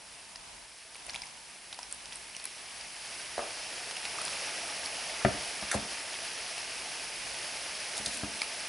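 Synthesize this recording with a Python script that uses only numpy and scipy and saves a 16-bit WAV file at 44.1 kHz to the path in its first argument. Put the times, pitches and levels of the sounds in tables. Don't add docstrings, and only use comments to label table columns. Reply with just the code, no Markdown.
import sys
import numpy as np
from scipy import signal
from scipy.fft import rfft, irfft, next_fast_len
from scipy.io import wavfile
from scipy.ndimage import map_coordinates

SR = 44100
rng = np.random.default_rng(int(sys.argv[2]) if len(sys.argv) > 2 else 0)


def persist_wave(psi):
    counts = np.round(np.clip(psi, -1, 1) * 32767).astype(np.int16)
    wavfile.write(sys.argv[1], SR, np.atleast_2d(counts).T)


def boost_factor(decibels):
    exponent = np.asarray(decibels, float) / 20
    return 10 ** exponent


N = 382788

# f/Hz, level/dB per Hz
SPRAY_COLOUR = [(3820, -10), (6500, -17), (7380, -9), (10200, -2), (10800, -2.5), (11300, -23.5),
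                (14700, -47), (22000, -120)]


def unit(x):
    return x / np.sqrt(np.mean(x ** 2) + 1e-20)


def along(points, hz):
    f, v = np.transpose(points)
    return np.interp(np.log(hz + 1), np.log(f + 1), v)


def over_time(rows):
    s, value = np.transpose(rows)
    return np.interp(np.arange(N) / SR, s, value)


def wobble(rate):
    knots = rng.standard_normal(int(N * rate / SR) + 4)
    return map_coordinates(knots, [np.arange(N) * rate / SR])


def filtered(x, response):
    m = next_fast_len(N + 8192)
    return irfft(rfft(x, m) * response(np.fft.rfftfreq(m, 1 / SR)), m)[..., :N]


def stereo(pair, spectrum, alike):
    def mid_side(hz):
        turn = np.arccos(np.clip(along(alike, hz), -1, 1)) / 2
        return boost_factor(along(spectrum, hz)) * [np.cos(turn), np.sin(turn)]

    mid, side = filtered(pair, mid_side)
    return unit(np.array([mid + side, mid - side]))


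def still_air():
    # f/Hz, level/dB per Hz
    air_colour = [(15, 19.5), (30, 15), (55, 5.5), (80, -10), (213, -5), (450, -13), (970, 2), (1100, -6),
                  (1700, -9.5), (2600, -7.5), (7000, -10.5), (10500, -16.5)]
    # f/Hz, likeness (0-1)
    air_alike = [(60, 1), (270, 0.27), (1200, 0.21), (10000, 0.29)]
    level_db = -51.5 + 3.3 * wobble(5.8)
    return boost_factor(level_db) * stereo(rng.standard_normal((2, N)), air_colour, air_alike)


def room(x):
    # f/Hz, t60/s
    ring_times = [(100, 0.21), (220, 0.52), (650, 0.35), (2000, 0.4), (10000, 0.12)]
    # f/Hz, likeness (0-1)
    answer_alike = [(100, 1), (500, 0.73), (3000, 0.29)]
    out, step = np.zeros((2, N + 2 * SR)), SR // 3
    for start in range(0, N, step):
        hz, t, z = signal.stft(rng.standard_normal((2, SR // 2)), SR, nperseg=256)
        turn = np.arccos(np.clip(along(answer_alike, hz), -1, 1))[:, None] / 2
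        z = np.cos(turn) * z[0] + np.sin(turn) * z[1] * [[[1]], [[-1]]]
        decay = boost_factor(-60 * t / along(ring_times, hz)[:, None])
        tail = signal.istft(z * decay, SR, nperseg=256)[1]
        tail = tail / np.linalg.norm(tail[0])
        wet = signal.fftconvolve(x[None, start:start + step], tail, axes=1)
        out[:, start + 200:][:, :wet.shape[1]] += wet
    return out[:, :N]


def drags():
    # start t/s, length/s, level/dB when pressed hardest, band f/Hz,
    # share of the length at which it presses hardest
    strokes = [(3.4, 0.12, -42, 640, 0.21), (3.391, 0.048, -38, 1130, 0.079), (5.2, 0.048, -44, 1160, .3),
               (5.7142, 0.0086, -24.5, 1860, 0.073), (5.712, 0.039, -34, 1560, .45),
               (5.726, .046, -29, 663, 0.46), (5.735, 0.023, -34.5, 1000, 0.44),
               (7.96, 0.41, -54.5, 240, 0.6), (8.059, .013, -33, 3900, .2),
               (8.06, 0.0079, -27.5, 5900, .15)]
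    # t/s, peak level/dB, build-up/s and die-away/s (times for 20 dB)
    scratches = [(5.7146, -18.5, .0005, 0.0083), (5.744, -31, 0.03, 0.024), (7.97, -38, .004, 0.0071),
                 (7.972, -38.5, .042, 0.055), (7.979, -25.5, 0.0013, 0.0035), (8.061, -28, .002, 0.0044),
                 (8.062, -36, 0.024, 0.024), (8.067, -40, 0.00088, 0.0049), (8.081, -36, .002, .007),
                 (8.14, -37, 0.049, 0.077), (8.172, -30.5, .0015, 0.005)]
    # f/Hz, level/dB per Hz
    grit_colour = [(1000, -22), (2800, -18), (3700, -1), (5500, -5), (7500, -2.5), (10000, -0.5),
                   (11300, -3)]
    start_db, end_db, width_octaves = -13, -20.5, 0.39
    out, now = np.zeros(N), np.arange(N) / SR
    for s, length, db, band_hz, peak in strokes:
        hardest = np.clip(peak, .02, .98)
        press_db = np.interp((now - s) / length, [0, hardest, 1], [start_db, 0, end_db], -150, -150)
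        band = lambda hz: np.exp(-(np.log2((hz + 1) / band_hz) / width_octaves) ** 2)
        rub = filtered(rng.standard_normal(N), band)
        rub_rms = np.sqrt(np.average(rub ** 2, weights=boost_factor(2 * press_db)))
        out += boost_factor(db + press_db) * rub / rub_rms
    catch = np.zeros(N)
    for s, db, rise, fall in scratches:
        catch += boost_factor(db - 20 * np.maximum((s - now) / rise, (now - s) / fall))
    rough = rng.standard_normal(N) * boost_factor(1.0 * wobble(250))
    grit = unit(filtered(rough, lambda hz: boost_factor(along(grit_colour, hz))))
    return out + catch * grit


def knocks():
    # t/s, relative level/dB, contact/ms, gain of the boom below 450 Hz/dB, left-right/dB
    blows = [(3.3796, -17.5, 1.06, -19, -2.5), (3.392, -19.5, 0.85, -20, 3), (3.42, -34, 1, -32, -2),
             (5.2491, -9.5, 0.47, -3, 4), (5.626, -32.5, 0.16, -2, 1), (5.742, -27, 0.5, -26, 12),
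             (5.751, -28.5, 1.3, 7.5, 2), (8.000, -44, 1.3, 9.5, 0), (8.069, -30.5, 0.61, -2, 2),
             (8.234, -30, 0.72, 6, 1.5), (8.245, -35, 1, 4.5, 0)]
    # f/Hz, usual level/dB, t60/s
    bench_modes = [(68, -1, 0.052), (137, -3.5, 0.063), (211, 0.5, 0.082), (291, -3, 0.087),
                   (387, -2, 0.067), (476, -2, 0.03), (609, 1.5, 0.046), (674, 2.5, 0.042),
                   (916, -9, 0.026), (1218, -10, 0.056), (1750, 5, 0.011), (2140, 1, 0.012)]
    out, t = np.zeros((2, N + SR)), np.arange(SR // 2) / SR
    dull = signal.butter(3, [1000, 2200], "bandpass", fs=SR, output="sos")
    no_bass = signal.butter(2, 260, "highpass", fs=SR, output="sos")
    low = np.transpose(bench_modes)[0] < 450
    for s, db, ms, boom_db, pan_db in blows:
        modes = []
        for hz, level, t60 in bench_modes:
            strength_db = level + rng.normal(0, 1.5)
            softness = 1 + (hz * ms / 700) ** 2
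            modes.append(boost_factor(strength_db - 60 * t / t60) * np.sin(2 * np.pi * hz * t) / softness)
        modes = np.array(modes) * (1 - np.exp(-t * 6000 / ms))
        boom = boost_factor(boom_db) * modes[low].sum(0)
        upper = signal.sosfilt(no_bass, modes[~low].sum(0))
        clack_db = -14 - 6.5 * np.log2(ms)
        clack_noise = boost_factor(clack_db - 60 * t / 0.035) * rng.standard_normal(len(t))
        clack = 6.5 * signal.sosfilt(dull, clack_noise)
        sides = boost_factor(db - 8.0 + np.array([[pan_db], [-pan_db]]) / 2)
        out[:, round(s * SR):][:, :len(t)] += sides * (clack - boom - upper)
    return out[:, :N]


def pops():
    # t/s, relative level/dB, nominal f/Hz (the tone starts 6.6 % lower), snap relative to the burst/dB
    bursts = [(0.358, -25, 4950, -7.5), (0.946, -30, 9100, -8), (0.955, -30, 2400, -9),
              (0.964, -28, 10800, -18), (1.058, -34, 4200, -10), (1.066, -21.5, 10200, -20),
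              (1.083, -37, 655, -9), (1.089, -30, 2500, -8), (1.095, -22.5, 4660, -4.5),
              (1.098, -31, 1960, -2), (1.105, -25, 5860, -17), (1.133, -30.5, 6500, -5),
              (1.136, -28, 5300, -11), (1.144, -22.5, 2360, -11), (1.15, -23, 2700, -6),
              (1.159, -22, 3750, -3.5), (1.176, -39, 2500, -10), (1.219, -20, 5240, -13),
              (1.235, -26.5, 2270, -15), (1.256, -28, 10000, -18), (1.268, -31, 5430, -5),
              (1.727, -22, 3780, -7), (1.729, -36, 905, -12), (1.744, -29, 4730, -14),
              (1.789, -30, 920, 2.5), (1.83, -24.5, 5550, -12), (1.912, -24, 10600, -16),
              (1.925, -14.5, 9160, -22), (1.945, -25, 9900, -21), (2.056, -25.5, 5300, -10),
              (2.123, -26, 3320, -4.5), (2.13, -29, 5700, -9), (2.157, -23.5, 8950, -19),
              (2.169, -25, 9340, -21), (2.349, -29, 3000, -17), (2.365, -24, 5900, -9),
              (2.366, -23, 8700, -18), (2.398, -29, 4380, -6), (2.441, -19, 9900, -16),
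              (2.454, -12.5, 10550, -19), (2.473, -31, 5500, -15), (2.81, -28.5, 5150, -4),
              (3.91, -23.5, 5450, -4), (3.967, -21, 2830, -12), (4.052, -18.5, 2770, -3.5),
              (4.185, -23, 1200, -18), (4.214, -27, 1310, -10), (4.2165, -18, 9700, -14),
              (4.251, -16, 9200, -22), (4.261, -23, 4940, -15), (4.279, -24.5, 1280, -3),
              (4.334, -26, 2700, -7), (4.859, -17, 4900, -20), (6.579, -22, 2730, -5),
              (8.417, -11.5, 5100, -13), (8.418, -14.5, 2300, -14), (8.43, -25.5, 1260, -7)]
    # f/Hz, level/dB per Hz
    snap_colour = [(300, -35), (800, 3.5), (1330, -4), (2600, 0.5), (3700, 1), (5200, 0), (7000, -6),
                   (8000, -36)]
    out, t = np.zeros((3, N + SR)), np.arange(SR // 20) / SR
    for s, db, hz, snap_db in bursts:
        spit_db = -16 - 3.5 * np.log2(hz / 5000)
        life = 0.0021 * (3000 / hz) ** 0.45
        phase = 2 * np.pi * hz * t * (0.934 + 0.029 * t / life)
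        tone = np.sin(phase) + 0.62 * np.sin(phase * rng.uniform(0.836, 1.176))
        tone = tone * 1.46 * t / life * np.exp(-t / life * 2)
        rise = 1 - np.exp(-(t / .0007) ** 2)
        noise = rng.standard_normal((2, len(t))) * np.exp(-t / 0.0027) * rise * 1.14
        burst = np.vstack([tone, boost_factor([[snap_db], [spit_db]]) * noise])
        out[:, round(s * SR):][:, :len(t)] += boost_factor(db) * burst
    tones, snaps, spits = out[:, :N]
    snaps = filtered(snaps, lambda hz: 1.13 * boost_factor(along(snap_colour, hz)))
    spits = filtered(spits, lambda hz: 2.36 * boost_factor(along(SPRAY_COLOUR, hz)))
    return tones + snaps + spits


def bubbles(count, lo_hz, hi_hz, cycles, spread_db):
    when, pitch, size, life = rng.random((count, 4)).T
    hz = lo_hz + (hi_hz - lo_hz) * pitch
    turns = hz[:, None] * np.arange(int(5e6 // count)) / SR
    fade = turns / (cycles * (.5 + life[:, None]))
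    strength = boost_factor(-spread_db * np.log(size + 1e-4))[:, None]
    grains = strength * np.sqrt(hz)[:, None] * fade * np.exp(-3 * fade)
    grains = grains * np.sin(2 * np.pi * turns * (1 + 0.089 * fade))
    at = (when * N).astype(int)[:, None] + np.arange(turns.shape[1])
    return unit(np.bincount(at.ravel(), grains.ravel())[:N])


def froth(swarm, share, spectrum):
    # f/Hz, likeness (0-1)
    bath_alike = [(100, 0.97), (1000, 0.88), (10000, 0.92)]
    share = np.clip(share, 0, 1)
    blur = rng.standard_normal((2, N))
    blur[0] = np.sqrt(1 - share) * blur[0] + np.sqrt(share) * swarm
    return stereo(blur, spectrum, bath_alike)


def bath():
    # t/s, level/dB
    boiling = [(0.0, -52.5), (0.92, -53.5), (1.18, -51), (1.57, -52.5), (2.7, -47.5), (3.5, -42.5),
               (4.42, -39.5), (6.53, -40.5), (7.88, -41), (8.02, -40.5), (8.68, -41.5)]
    # f/Hz, level/dB per Hz
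    boil_colour = [(590, -14.5), (1000, -7), (1230, -5.5), (1330, -14), (1530, -2.5), (2610, 1),
                   (3790, -5.5), (5190, 0), (7040, -9.5), (7600, -40), (9880, -42), (16700, -120)]
    # f/Hz, level/dB per Hz
    gurgle_colour = [(70, -38), (120, -24), (350, -5.5), (520, -1.5), (600, 1), (680, 5), (780, -1.5),
                     (900, 3), (1000, -9.5), (1220, -6), (1400, -2.5), (1900, -24.5)]
    boil_db = over_time(boiling)
    below = boil_db + 40
    surge = .5 * wobble(5.1) + 0.39 * wobble(30)

    swarm = bubbles(count=25000, lo_hz=975, hi_hz=7025, cycles=4.7, spread_db=2.0)
    boil = froth(swarm, 0.15, boil_colour)
    boil = boost_factor(boil_db + surge + 0.33 * wobble(15)) * boil

    swarm = bubbles(count=40000, lo_hz=5860, hi_hz=11330, cycles=5.2, spread_db=2.0)
    spray = froth(swarm, 0.11, SPRAY_COLOUR)
    spray_db = -44.5 + 0.76 * below
    spray = boost_factor(spray_db + surge + 0.1 * wobble(8.7)) * spray

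    swarm = bubbles(count=6000, lo_hz=203.5, hi_hz=1403, cycles=5.37, spread_db=1.4)
    gurgle = froth(swarm, 0.09, gurgle_colour)
    deep = np.hypot(boost_factor(-48.5 + 1.8 * below), boost_factor(-63.5))
    gurgle = deep * boost_factor(surge + .7 * wobble(10)) * gurgle
    return boil + spray + gurgle


def scene():
    bursts, bench = pops(), knocks() + drags()
    tub = boost_factor([[-.2], [.2]]) * (bath() + bursts)
    answer = room(boost_factor(-14.0) * bursts + boost_factor(-7.5) * bench.mean(0))
    return tub + bench + answer + still_air()


def roll_off(x):
    return signal.sosfilt(signal.butter(12, 12350, fs=SR, output="sos"), x)


def record(dry):
    x = signal.sosfilt(signal.butter(4, 57, "highpass", fs=SR, output="sos"), dry)
    top_hz = 11150
    x = filtered(x, lambda hz: 1 / (1 + (hz / top_hz) ** 180))
    return roll_off(x)


dry = scene()
out = record(dry)
persist_wave(out)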